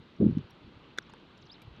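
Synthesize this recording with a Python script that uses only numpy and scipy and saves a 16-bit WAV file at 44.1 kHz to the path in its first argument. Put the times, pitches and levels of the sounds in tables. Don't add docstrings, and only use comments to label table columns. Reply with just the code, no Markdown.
import sys
import numpy as np
from scipy import signal
from scipy.fft import rfft, irfft
from scipy.io import wavfile

SR = 44100
rng = np.random.default_rng(int(sys.argv[2]) if len(sys.argv) > 2 else 0)


def volts_from_decibels(level):
    exponent = np.asarray(level, float) / 20
    return 10 ** exponent


def transcribe(u):
    v = np.clip(np.atleast_2d(u).T, -1, 1)
    q = np.round(v * 32767).astype(np.int16)
    wavfile.write(sys.argv[1], SR, q)


N = 79380


def rms_one(x):
    return x / np.sqrt(np.mean(x ** 2) + 1e-20)


def drift(rate):
    step = 40
    r = np.exp(-2 * np.pi * rate * step / SR)
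    chance = rng.standard_normal(N // step + 2002)
    slow = signal.lfilter([1], [1, -2 * r, r * r], chance)[2000:]
    return np.interp(np.arange(N) / step, np.arange(len(slow)), rms_one(slow))


def cut(x, hz, kind, order):
    return signal.sosfilt(signal.butter(order, hz, kind, fs=SR, output="sos"), x)


def banded(spectrum, top_hz, patchy_db):
    hz, level_db = np.transpose(spectrum)
    edges = 25 * 2 ** (np.arange(30) / 3)
    white = rng.standard_normal((2, N + SR // 4))
    together = drift(8.4)
    out = 0
    for k, (low, high) in enumerate(zip(edges, edges[1:])):
        if low < top_hz:
            band_pass = signal.butter(2, [low, high], "band", fs=SR, output="sos")
            band = signal.sosfilt(band_pass, white[k % 2])[-N:]
            band_db = np.interp(np.log(low * high) / 2, np.log(hz), level_db)
            flicker = 0.43 * together + drift(9.7)
            out = out + band * volts_from_decibels(band_db + patchy_db * flicker)
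    return rms_one(out)


# frequency in Hz, level in dB per Hz.
FIELD_SPECTRUM = [(40, -7.5), (150, -1.5), (330, -3.5), (700, -13.5), (1200, -10.5), (1900, -19),
                  (2700, -14), (3900, -18)]
# time in seconds, level change in dB.
GRASS_STIR = [
    (0, 0),
    (.2, -1.5),
    (.3, 3),
    (.45, 1.5),
    (.6, 0),
    (1.2, 1.5),
    (1.5, 0.5),
    (1.8, -0.5),
]


def field():
    field_db, far_hiss_db, grain_db = -56.5, -81.5, -95.5
    near = cut(banded(FIELD_SPECTRUM, 9000, patchy_db=1.15), 4250, "low", order=10)
    far = cut(rng.standard_normal(N), 5000, "low", order=4)
    far = cut(far, 3800, "high", order=4)
    grain = cut(rng.standard_normal(N), 14500, "low", order=2)
    stir_db = np.interp(np.arange(N) / SR, *np.transpose(GRASS_STIR))
    return volts_from_decibels(field_db + stir_db) * near + volts_from_decibels(far_hiss_db) * rms_one(far) + volts_from_decibels(grain_db) * grain


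# time in seconds, peak level in dB, pitch in Hz.
PUFFS = [(.004, -46.5, 122), (0.2044, -18, 195), (.2135, -14.5, 337.7), (0.223, -15, 235),
         (.2285, -20, 411), (.232, -14, 217), (0.236, -23.5, 220), (0.2423, -12, 250), (0.252, -22, 259),
         (.257, -13, 192), (0.2616, -26, 362), (0.2666, -9.5, 217), (0.28, -18, 152.6), (.290, -19, 218),
         (0.2984, -20.5, 228), (0.3109, -21, 181), (0.328, -26.5, 125.4), (0.354, -30.5, 139),
         (.374, -16.5, 203.5), (0.3911, -28.5, 139), (0.412, -40, 123.3), (0.448, -43.5, 98),
         (0.649, -45, 97), (0.678, -49, 79), (.770, -46.5, 111), (1.654, -46, 125), (1.681, -39.5, 106),
         (1.713, -47, 71), (1.730, -49, 68.83), (1.776, -45, 148)]
# time in seconds, level in dB.
GUST = [(0, -57), (.03, -65), (.18, -59.5), (.205, -27), (.27, -28.5), (.34, -48.5), (.40, -47), (.48, -75),
        (.62, -57.5), (.67, -54), (.8, -63.5), (1.58, -68), (1.68, -73), (1.8, -56)]
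# frequency in Hz, level in dB per Hz.
RUMBLE_SPECTRUM = [(18, -59.5), (30, -15), (119, 2.5), (172, 5.5), (214, 3), (363, -1), (540, -24),
                   (1000, -48), (1300, -79.5), (2200, -120)]


def wind():
    puff_cycles = 0.46
    t = np.arange(N) / SR
    puffs = np.zeros(N)
    for s, db, hz in PUFFS:
        swell = np.exp(-0.5 * ((t - s) * hz / puff_cycles) ** 2)
        puffs += volts_from_decibels(db) * np.cos(2 * np.pi * hz * (t - s)) * swell
    gust_db = np.interp(t, *np.transpose(GUST))
    return puffs + volts_from_decibels(gust_db) * banded(RUMBLE_SPECTRUM, 1400, patchy_db=3.5)


# frequency in Hz, level in dB, time to fall 60 dB in seconds.
POLE_MODES = [(390, -13.5, 0.057), (900, -63, .02), (1550, 1.5, 0.018), (2067, -6.5, 0.015),
              (4014, -14.5, 0.036), (3534, -5.5, 0.026), (4870, -21, 0.029), (5750, -12, 0.017),
              (6700, -6.5, 0.0057), (8140, -24.5, .012), (9420, -38, 0.045), (11480, -34.5, 0.01),
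              (13400, -51, 0.012), (14920, -44, .008)]


def faint_touch(t, tilt_db, rise, end_hz, grip, phase, noise):
    grip_spread_db, damping = 3.0, 1.6
    end_db, end_rises = 1.5, 14
    grit_db, grit_fall_db, grit_rises = -4, -14, 2.0
    hz, level_db, t60 = np.transpose(POLE_MODES)[:, :, None]
    rise = max(rise, 1e-4)

    mode_db = level_db + tilt_db * np.log2(hz / 3500) + grip_spread_db * grip
    mode_fade = volts_from_decibels(mode_db - mode_db.max() - 60 * damping * t / t60)
    body = (mode_fade * np.sin(2 * np.pi * (hz * t + phase))).sum(axis=0)

    end_t60 = end_rises * (rise + 1 / end_hz)
    end = volts_from_decibels(end_db - 60 * t / end_t60) * np.sin(2 * np.pi * end_hz * t)

    bin_hz = np.arange(len(t) // 2 + 1) * SR / len(t)
    octaves = np.log2(np.maximum(bin_hz, 3500) / 3500)
    scrape = irfft(rfft(noise) * volts_from_decibels((tilt_db + grit_fall_db) * octaves))
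    grit = volts_from_decibels(grit_db) * rms_one(scrape) * np.exp(-t / (grit_rises * rise))
    return (body + end + grit) * (1 - np.exp(-t / rise)) ** 2


def sharp_snap(t, noise):
    rise_s, held_s = 0.00073, 0.0036
    tail_db, grit_db = -15, -41
    hz, level_db, t60 = np.transpose(POLE_MODES)[:, :, None]
    ring = volts_from_decibels(level_db - 60 * t / t60) * np.sin(2 * np.pi * hz * t)
    grit = volts_from_decibels(grit_db - 60 * t / 0.012) * noise
    snap = -ring.sum(axis=0) + grit
    caught = volts_from_decibels(tail_db) * volts_from_decibels(-60 * t / 0.09) + np.exp(-(t / held_s) ** 4)
    return snap * caught * (1 - np.exp(-t / rise_s)) ** 2


# start in seconds, peak level in dB,
# brightness in dB per octave, rise time in seconds, pitch of the free end in Hz.
KNOCKS = [(0.163, -60.5, 0.5, .001, 5600), (.311, -60, 10, 0.00016, 5550),
          (.3832, -50.5, 3.5, .00015, 5500), (.499, -73, 7, 0.0024, 11750),
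          (0.506, -54.5, 20, 0.0011, 5590), (.9762, -39, 3, 0.00094, 1980),
          (0.9857, -44.5, 8, 0.00049, 11900), (1.0015, -78, 3, 0.00066, 11700),
          (1.0155, -80, 8, .0002, 10500), (1.096, -47, -2, .0007, 900), (1.096, -58, -3, 0.00038, 6700),
          (1.101, -57.5, 5.5, .0005, 6700), (1.136, -42, -3, 0.00049, 900), (1.137, -56, 4, 0.00034, 9000),
          (1.145, -50.5, -22, .001, 1150), (1.180, -79, 9, .0002, 11750), (1.199, -72, 9, 0.00025, 6700),
          (1.377, -63, 11, 0.0009, 7000), (1.385, -76, 8, .001, 9500), (1.438, -77, 8, .001, 11750),
          (1.617, -48.5, 5, 0.0014, 2346), (1.622, -60, 10, 0.0018, 4870),
          (1.620, -62.5, 17, 0.0013, 11500), (1.640, -73, 12, .0002, 11750), (1.680, -78, 12, .0005, 11600)]


def poles():
    t = np.arange(1024) / SR
    chance = rng.standard_normal((len(KNOCKS), 2, len(POLE_MODES), 1))
    white = rng.standard_normal((len(KNOCKS) + 1, len(t)))
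    hits = [(0.9847, -18.5, sharp_snap(t, white[-1]))]
    for (s, db, tilt_db, rise, end_hz), (grip, phase), noise in zip(KNOCKS, chance, white):
        hits.append((s, db, faint_touch(t, tilt_db, rise, end_hz, grip, phase, noise)))
    out = np.zeros(N + 4096)
    for s, db, hit in hits:
        i = int(s * SR)
        out[i:i + len(hit)] += volts_from_decibels(db) * hit / np.abs(hit).max()
    return out[:N]


# start in seconds, length in seconds, first pitch in Hz, last pitch in Hz,
# level in dB.
BIRD_NOTES = [(1.019, 0.012, 6300, 5160, -60), (1.062, .014, 6160, 4360, -68),
              (1.118, 0.0137, 4270, 5220, -59), (1.373, 0.013, 6070, 3700, -58.5),
              (1.412, .024, 7300, 3500, -59), (1.451, .008, 4100, 6300, -61),
              (1.461, .016, 6300, 3700, -60), (1.491, .044, 3200, 5450, -58),
              (1.498, .011, 3400, 3850, -52), (1.516, .019, 4750, 5350, -49),
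              (1.539, .009, 4400, 3600, -55), (1.551, .011, 4400, 3300, -57),
              (1.563, .007, 3200, 2900, -60), (1.763, 0.0034, 6200, 5351, -60.5)]


def bird():
    glide_bend = 0.8
    echo_s, echo_db = 0.017, -22
    dull_hz, flutter_db = 4900, 2
    out = np.zeros(N + SR)
    for s, length, from_hz, to_hz, db in BIRD_NOTES:
        u = np.linspace(0, 1, int(length * SR))
        glide = u + glide_bend * ((1 - np.cos(np.pi * u)) / 2 - u)
        pitch_hz = from_hz + (to_hz - from_hz) * glide
        tone = np.sin(2 * np.pi * np.cumsum(pitch_hz) / SR)
        i = int(s * SR)
        out[i:i + len(u)] += volts_from_decibels(db) * np.sin(np.pi * u) ** 0.35 * tone
    echoed = out + volts_from_decibels(echo_db) * np.roll(out, int(echo_s * SR))
    return cut(echoed, dull_hz, "low", order=4)[:N] * volts_from_decibels(flutter_db * drift(60))


def scene():
    return (wind() + poles() + bird() + field())[None]


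def low_pass(x):
    return signal.sosfilt(signal.butter(12, 15600, fs=SR, output="sos"), x)


def record(dry):
    return low_pass(dry)


dry = scene()
out = record(dry)
transcribe(out)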